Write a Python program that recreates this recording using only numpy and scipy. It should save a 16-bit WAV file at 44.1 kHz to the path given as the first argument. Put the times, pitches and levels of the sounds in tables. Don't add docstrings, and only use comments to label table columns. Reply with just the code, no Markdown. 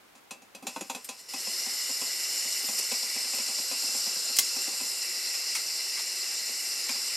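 import sys
import numpy as np
from scipy import signal
from scipy.fft import rfft, irfft
from scipy.io import wavfile
from scipy.ndimage import uniform_filter1d

SR = 44100
rng = np.random.default_rng(int(sys.argv[2]) if len(sys.argv) > 2 else 0)


def generate_wav(signal):
    frames = np.transpose(np.atleast_2d(signal))
    scaled = np.clip(frames, -1, 1) * 32767
    pcm = np.round(scaled).astype(np.int16)
    wavfile.write(sys.argv[1], SR, pcm)


N = 315756

# f/Hz, coherence/0-1
COHERENCE = [(30, .75), (70, 0.7), (150, 1), (300, 0.98), (700, 0.8), (1400, 0.81), (2800, 0.96),
             (5200, 0.97), (7500, 1), (9500, 0.85), (11500, 0.88), (12500, 1)]


def gain_of(db):
    return 10 ** (np.asarray(db) / 20)


def unit_rms(x):
    return x / np.sqrt(np.mean(x ** 2) + 1e-20)


def unit_hit(x):
    return x / np.sqrt(np.mean(x[..., :round(.03 * SR)] ** 2))


def at_hz(table, hz):
    table_hz, value = np.transpose(table)
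    return np.interp(np.log(hz + 1), np.log(table_hz + 1), value)


def add(mix, start_s, sound):
    part = mix[:, round(start_s * SR):][:, :sound.shape[1]]
    part += sound[:, :part.shape[1]]


def stereo(mid, side, hz, coherence=COHERENCE):
    same = np.clip(at_hz(coherence, hz), 0, 1)
    mid, side = mid * np.sqrt((1 + same) / 2), side * np.sqrt((1 - same) / 2)
    return np.array([mid + side, mid - side])


def noise(colour, size, coherence=COHERENCE):
    hz = np.fft.rfftfreq(size, 1 / SR)
    white = stereo(*rfft(rng.standard_normal((2, size))), hz, coherence)
    return unit_rms(irfft(white * gain_of(at_hz(colour, hz)), size))


def wander(t, slow_hz, fast_hz):
    rates_hz = np.geomspace(slow_hz, fast_hz, 30)
    return unit_rms(sum(np.sin(2 * np.pi * (hz * t + rng.random())) / hz ** 0.06 for hz in rates_hz))


def decay(t, rise_s, t60_s, tail_db, tail_t60_s):
    tail = gain_of(tail_db - 60 * t / tail_t60_s)
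    return (1 - np.exp(-t / rise_s)) * np.hypot(gain_of(-60 * t / t60_s), tail)


def modes(t, table, rise_s, low_hz=0, high_hz=SR):
    hz, db, t60_s = np.transpose(table)[:, :, None]
    spread_db, phase = 2 * rng.standard_normal(hz.shape), rng.random(hz.shape)
    rings = gain_of(db + spread_db - 60 * t / t60_s) * np.sin(2 * np.pi * (hz * t + phase))
    in_band = (hz > low_hz) * (hz < high_hz)
    return unit_hit((rings * in_band).sum(0) * (1 - np.exp(-t / rise_s)))


def low_cut(x, cutoff_hz=150):
    return signal.sosfilt(signal.butter(2, cutoff_hz, "highpass", fs=SR, output="sos"), x)


def air(level_db=-57.5):
    # f/Hz, density/dB
    colour = [(20, -12), (60, -8), (130, -3), (250, 2.5), (500, 4), (1000, 3.5), (2000, 1), (4000, -5),
              (8000, -10), (13000, -13.5), (16000, -16)]
    # f/Hz, coherence/0-1
    coherence = [(30, 0.39), (200, 0.2), (400, 0.037), (5000, 0.046), (12000, 0.98)]
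    return gain_of(level_db) * noise(colour, N, coherence)


def foot_scrapes(spread_hz=65):
    # peak t/s, f/Hz, level/dB, Gaussian sigma/s
    rubs = [(.657, 345, -49, .008), (0.819, 325, -41.5, .007), (2.643, 360, -49.5, 0.0075),
            (2.796, 422, -49, 0.0086), (4.591, 390, -54, .018), (4.686, 380, -51, .008)]
    out = np.zeros((2, N))
    for peak_s, centre_hz, db, sigma_s in rubs:
        t = np.arange(-3 * sigma_s, 3 * sigma_s, 1 / SR)
        cluster_hz = centre_hz + spread_hz * np.linspace(-1, 1, 5)
        beating = sum(np.cos(2 * np.pi * (hz * t + rng.random())) for hz in cluster_hz)
        swell = np.exp(-.5 * (t / sigma_s) ** 2)
        groan = unit_rms(beating * swell) * np.sqrt(np.mean(swell ** 2))
        add(out, peak_s + t[0], gain_of(db) * groan[None])
    return out


def contacts(events, colour, rise_s, t60_s):
    t, out = np.arange(SR // 4) / SR, np.zeros((2, N))
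    envelope = decay(t, rise_s, t60_s, tail_db=-16, tail_t60_s=.2)
    for start_s, db, tilt_db in events:
        tilted = [(hz, band_db + tilt_db * np.log(hz) / np.log(4)) for hz, band_db in colour]
        add(out, start_s, gain_of(db) * unit_hit(noise(tilted, len(t)) * envelope))
    return out


def valve_ticks():
    # t/s, level/dB, tilt/(dB per 2 octaves)
    ticks = [(.626, -60, -2), (1.0435, -43, -3), (2.662, -42, 4), (2.727, -46, 3), (3.348, -38.5, 0),
             (4.61, -43.5, -1)]
    # f/Hz, density/dB
    colour = [(400, -50), (2000, -19), (6000, -12), (8800, 2), (10500, -14), (12500, 1), (14500, -11),
              (16500, -40)]
    return contacts(ticks, colour, rise_s=.002, t60_s=0.087)


def wand_taps():
    # t/s, level/dB, tilt/(dB per 2 octaves)
    taps = [(5.34, -41.5, 0), (5.425, -46.5, 0), (5.5505, -31.5, 2.5), (5.972, -40.5, -1), (5.995, -43, -2),
            (6.487, -46, 0), (6.8905, -34.5, -0.5), (6.955, -44, -2), (7.1, -48, 0)]
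    # f/Hz, density/dB
    colour = [(100, -30), (400, -18), (1000, -2.5), (1450, -3.5), (1700, -8), (2200, 6), (2900, -1),
              (3400, -5), (4100, -3), (6000, -2), (9500, -3), (13000, -16), (16000, -31.5)]
    return contacts(taps, colour, rise_s=0.0008, t60_s=0.13)


def knock_band(t, grain, band_hz, rise_s, t60_s, tonal_share):
    # f/Hz, level/dB, t60/s
    stove_modes = [(203, -4.5, 0.19), (251, -2, 0.16), (320, -11, 0.046), (529.5, 0.5, 0.084),
                   (784, 0.5, 0.16), (1012, -4.5, 0.24), (2340, -16, 0.35), (2560, 2.5, 0.14),
                   (2663, -6.5, 0.39), (3340, -4.5, 0.15), (3590, -7, 0.13), (3950, -4.5, 0.12),
                   (4150, -4, 0.11), (4720, -3, 0.17), (5000, -8, 0.12), (5930, -3, 0.13), (6240, -7, .14),
                   (6850, 1.5, 0.11), (6850, 0, 0.12), (7440, -5, 0.15), (7520, -2, .12), (8160, -5, 0.16),
                   (8700, -4, 0.11), (9700, -2, 0.069), (11100, -1.5, 0.085), (11680, -15, 0.08),
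                   (12750, -10, .09)]
    dense = unit_hit(grain * decay(t, rise_s, t60_s, tail_db=-5, tail_t60_s=0.23))
    clear = modes(t, stove_modes, rise_s, *band_hz)
    return unit_hit(np.sqrt(1 - tonal_share) * dense + np.sqrt(tonal_share) * clear)


def table_thud(t, mean_hz=237.7, delay_s=0.01287, sigma_s=0.0051, shiver_db=-3.5):
    # f/Hz, density/dB
    colour = [(40, -25), (140, -10), (200, 0), (250, 8), (330, -4.5), (420, -13), (600, -38), (1500, -70)]
    detune, lag, phase = rng.uniform(-0.87, 1, 3)
    from_peak_s = t - delay_s * (1 + 0.2 * lag)
    cycles = np.cos(2 * np.pi * mean_hz * (1 + .15 * detune) * from_peak_s + np.pi * phase)
    bump = np.exp(-.5 * (from_peak_s / sigma_s) ** 2) * cycles * np.minimum(t / .003, 1)
    shiver = knock_band(t, noise(colour, len(t)), (100, 450), 0.0022, t60_s=0.078, tonal_share=0.22)
    return unit_hit(unit_hit(bump) + gain_of(shiver_db) * shiver)


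def stove_knocks(thud_db=-3.5, ring_db=4.5):
    # t/s, strength/dB, hardness/dB (more ring, less thud)
    knocks = [(.152, -62, -1.5), (.178, -70, -2), (0.308, -48, 2), (0.42, -60.5, -2.5), (0.5483, -52, 1),
              (0.6245, -51.5, -7), (.668, -42, 2.5), (0.7604, -45.5, -4), (.809, -43.5, -0.5),
              (0.8979, -43, 1.5), (.948, -45, 1), (1.0888, -45.5, 2.5), (1.3351, -44.5, 0),
              (1.4697, -47.5, 0.5), (1.6643, -49.5, -1), (1.8924, -49.5, -2), (2.014, -46.5, 0.5),
              (2.449, -54, -1), (2.636, -54, -2), (2.685, -45.5, -0.5), (2.735, -58, 0), (2.785, -52.5, 5),
              (2.916, -42, 1.5), (3.029, -51, 3), (3.16, -47.5, 0), (3.245, -54, 2), (3.3325, -47.5, 1),
              (3.385, -46.5, 1.5), (3.485, -49.5, 1), (3.585, -50, 0), (3.713, -45, 2), (3.833, -51.5, -1),
              (3.881, -53.5, 1), (3.9462, -47, 1), (4.0633, -48.5, .5), (4.162, -56, -1),
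              (4.297, -54.5, -2), (4.385, -51, -1), (4.5623, -49, -2), (4.6707, -47.5, -1),
              (4.728, -53.5, 4), (4.8013, -48, -1.5), (4.849, -57.5, 0), (6.487, -56, -1),
              (6.8914, -50.5, -6), (6.945, -60, -2)]
    # f/Hz, density/dB
    pot_colour = [(200, -48), (400, -4), (520, 0), (660, -2), (800, -3), (1000, -1.5), (1250, -6.5),
                  (1600, -12), (2400, -13), (5000, -60)]
    # f/Hz, density/dB
    metal_colour = [(700, -50), (1600, -17), (2200, -5), (2600, 4.5), (3200, -7), (5000, -3), (7000, -2),
                    (8400, -12), (9500, -5), (10400, -11), (11500, -5.5), (13000, -13), (15000, -29)]
    t, out = np.arange(SR // 3) / SR, np.zeros((2, N))
    shared_grain = noise(metal_colour, len(t))
    for start_s, strength_db, hard_db in knocks:
        thud = table_thud(t)
        pot = noise(pot_colour, len(t))
        clank = knock_band(t, pot, (450, 1600), rise_s=0.00057, t60_s=0.13, tonal_share=0.43)
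        metal = shared_grain + 0.6 * noise(metal_colour, len(t))
        ring = knock_band(t, metal, (1600, 16000), rise_s=.0005, t60_s=.1, tonal_share=.66)
        knock = gain_of(thud_db - hard_db) * thud + clank + gain_of(ring_db + hard_db) * ring
        add(out, start_s, gain_of(strength_db) * knock)
    return out


def kettle_slips():
    # t/s, level/dB
    slips = [(0.761, -38.5), (0.898, -40.5)]
    # f/Hz, level/dB, t60/s
    kettle_modes = [(507, -6.5, 0.11), (650, -9, 0.082), (790, -7, 0.1), (918, 0.5, 0.11),
                    (1067, -5, 0.087), (1300, -5, 0.065), (1497, -9, 0.09), (2070, -14, 0.11),
                    (2500, -12, 0.17), (2770, -18, 0.087), (3400, -8, 0.072)]
    t, out = np.arange(SR // 3) / SR, np.zeros((2, N))
    for start_s, db in slips:
        add(out, start_s, gain_of(db) * modes(t, kettle_modes, rise_s=0.00074)[None])
    return out


def lighter_snap(crack_s=0.00082, echo_s=.0036, wand_db=-9):
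    # t/s, level/dB, relative crack/dB
    snaps = [(4.3655, -31, -8), (4.387, -20, 4)]
    # f/Hz, density/dB
    colour = [(60, -45), (200, -20), (800, -21), (1100, -17), (1500, -15), (2200, -6), (2800, -8),
              (3400, -4), (4100, -5), (5500, 0.5), (7500, 0.5), (10000, -0.5), (12500, -2), (14000, -10),
              (16500, -12)]
    # f/Hz, level/dB, t60/s
    wand_modes = [(1130, -15, .1), (2090, -11, 0.2), (3340, -1, 0.046), (5220, -8, 0.089), (5500, -3, .1),
                  (6730, -8, 0.45), (7639, -8, .07), (8580, -1.5, 0.092), (11800, -14, .04)]
    t, out = np.arange(SR // 4) / SR, np.zeros((2, N))
    scatter = decay(t, rise_s=.00025, t60_s=.085, tail_db=-20, tail_t60_s=.22)
    echo = decay(np.maximum(t - echo_s, 0), rise_s=.0003, t60_s=.03, tail_db=-20, tail_t60_s=.1)
    for start_s, db, crack_db in snaps:
        envelope = np.hypot(scatter, echo) + gain_of(crack_db) * np.exp(-t / crack_s)
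        crack = unit_hit(noise(colour, len(t)) * envelope)
        wand = gain_of(wand_db) * modes(t, wand_modes, rise_s=0.00055)
        add(out, start_s, gain_of(db) * unit_hit(crack + wand))
    return out


def echo_comb(t, hz, echoes=12, creep_s=.00005):
    delays_s = [rng.uniform(.002, .014) + creep_s * wander(t, .05, .4) for _ in range(echoes)]
    return unit_rms(sum(np.cos(2 * np.pi * delay_s[:, None] * hz) for delay_s in delays_s))


def valve_flow(t):
    # t/s, flow reached/dB, time constant/s
    turns = [(.67, -52, 0.0092), (1.285, -41, 0.002), (1.33, -34.5, 0.082)]
    # peak t/s, level/dB, Gaussian sigma/s
    spurts = [(0.74, -51.5, 0.057), (1.202, -48.5, 0.017), (2.791, -30, 0.0084)]
    steady, previous = np.zeros(len(t)), 0
    for start_s, db, settle_s in turns:
        steady += (gain_of(db) - previous) * (1 - np.exp(-np.maximum(t - start_s, 0) / settle_s))
        previous = gain_of(db)
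    puffs = sum(gain_of(db) * np.exp(-.5 * ((t - peak_s) / sigma_s) ** 2) for peak_s, db, sigma_s in spurts)
    return np.hypot(steady, puffs)


def burner_power(t, hz, sway_db=.5, waver=.0025):
    # f/Hz, level/dB
    rush = [(30, -50), (120, -42.5), (190, -35), (290, -28.5), (400, -21.5), (600, -23), (1100, -25.5),
            (1400, -22), (1700, -24), (3300, -24.5), (5000, -14.5), (6500, -20.5), (8000, -19),
            (10200, -20.5), (12000, -20), (13500, -26), (15000, -57)]
    # f/Hz, width/Hz, level/dB at hand places 0, 1, 2
    resonances = [(2022, 97, -10.5, -10.5, -13), (2302, 65, -17.5, -9.5, -22), (2710, 104, -15, -12, -5.5),
                  (2890, 90, -9, -12, -16.5), (3595, 48, -14.5, -14.5, -21), (3930, 140, -19.5, -19.5, -16),
                  (4090, 55, -25, -14, -7), (4197, 58, -10, -6, -9), (4410, 180, -10, -11, -9.5),
                  (4803, 81, -5.5, -1.5, -2), (5087, 79, -6, -5.5, 1.5), (5180, 85, 0.3, -1, -4),
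                  (5434, 90, -5.5, -2.5, -1), (5630, 50, -3.5, -5, -3.5), (5842, 61, -6, -5.5, -3),
                  (6060, 200, -15, -12.5, -14.5), (6350, 50, -15, -16, -17), (6680, 85, -12.5, -11.5, -14),
                  (7075, 81, -3.5, -5.5, -4), (7306, 80, -6, -3.5, -4.5), (7640, 74, -5.5, -3, -6),
                  (7980, 76, -11.5, -8, -11), (8300, 83, -13, -10.5, -14), (8620, 88, -12, -8, -8.5),
                  (8880, 70, -22, -15, -15), (9110, 80, -15, -10, -20), (9390, 94, -14.5, -13.5, -16),
                  (10900, 220, -15.5, -17.5, -18), (11740, 320, -14, -15, -15.5)]
    # t/s, place (0 beside the valve, 1 cupped round it, 2 away), detuning/%
    hand = [(2.6, 0.23, 0.24), (2.95, 0.94, 0.12), (4.5, 1.4, -0.082), (4.95, 1.3, -0.27)]
    hand_s, places, detune_pct = np.transpose(hand)
    place = np.interp(t, hand_s, places)
    tuning = 1 + np.interp(t, hand_s, detune_pct)[:, None] / 100
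    tuning = tuning + waver * wander(t, 0.403, 3)[:, None]
    power = np.tile(gain_of(at_hz(rush, hz)) ** 2, (len(t), 1))
    for centre_hz, width_hz, *place_db in resonances:
        mixing_db = sway_db * wander(t, 0.322, 4.6)
        height = gain_of(np.interp(place, [0, 1, 2], place_db) + mixing_db)
        power += (height[:, None] / (1 + ((hz - centre_hz * tuning) / width_hz) ** 2)) ** 2
    return power


def gas_hiss(gain_db=2.5, flutter_db=0.31, patch_db=0.9, comb_db=1.68):
    # t/s, level/dB, treble/dB
    drift = [(.9, -2, 2), (1.3, 0, 0), (2.15, 0.5, 0.5), (2.48, 2, 1), (2.68, 0.2, 2.5), (3.2, 0.5, 0),
             (3.45, 1.5, -0.5), (3.72, 1.2, -0.5), (3.92, 2, 1), (4.2, 1.5, -.7), (4.55, 1.9, -1),
             (4.85, -0.8, 1.5), (5.2, .6, -1), (5.9, -0.24, -1), (6.6, -0.26, 0.3), (7.1, 0.8, -1)]
    # t/s, level/dB
    low_drift = [(1.4, 0.5), (2.2, 1.5), (3.1, 1), (3.7, -4), (4.6, -2.5), (5.2, 1), (7, 1)]
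    drift_s, drift_db, treble_db = np.transpose(drift)
    frame_s, hz = np.arange(N // 512 + 6) * 512 / SR, np.fft.rfftfreq(2048, 1 / SR)
    power = burner_power(frame_s, hz)
    mid_re, mid_im, side_re, side_im, patches = rng.standard_normal((5, len(frame_s), len(hz)))
    white = stereo(mid_re + 1j * mid_im, side_re + 1j * side_im, hz)
    patches = unit_rms(uniform_filter1d(uniform_filter1d(patches, size=4, axis=0), size=48, axis=1))
    treble_band = np.interp(hz, [5600, 7200], [0, 1])
    low_band = np.interp(hz, [1620, 1890, 2300, 2960], [0, 1, 1, 0])
    colour_db = patch_db * patches + comb_db * echo_comb(frame_s, hz)
    colour_db += np.interp(frame_s, drift_s, treble_db)[:, None] * treble_band
    colour_db += np.interp(frame_s, *np.transpose(low_drift))[:, None] * low_band
    spectra = white * np.sqrt(power) * gain_of(colour_db)
    jet = unit_rms(signal.istft(spectra.swapaxes(-1, -2), nperseg=2048, noverlap=1536)[1][:, :N])
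    t = np.arange(N) / SR
    flutter = np.interp(t, frame_s, wander(frame_s, 4, 35))
    return jet * valve_flow(t) * gain_of(gain_db + np.interp(t, drift_s, drift_db) + flutter_db * flutter)


def scene():
    rocking = low_cut(stove_knocks() + kettle_slips() + foot_scrapes())
    handling = rocking + wand_taps() + valve_ticks()
    balance_db = [[.12], [-.12]]
    return (gas_hiss() + handling + lighter_snap()) * gain_of(balance_db) + air()


def record(dry):
    return signal.oaconvolve(dry, signal.firwin(511, 15900, window=("kaiser", 9), fs=SR)[None], "same")


dry = scene()
out = record(dry)
generate_wav(out)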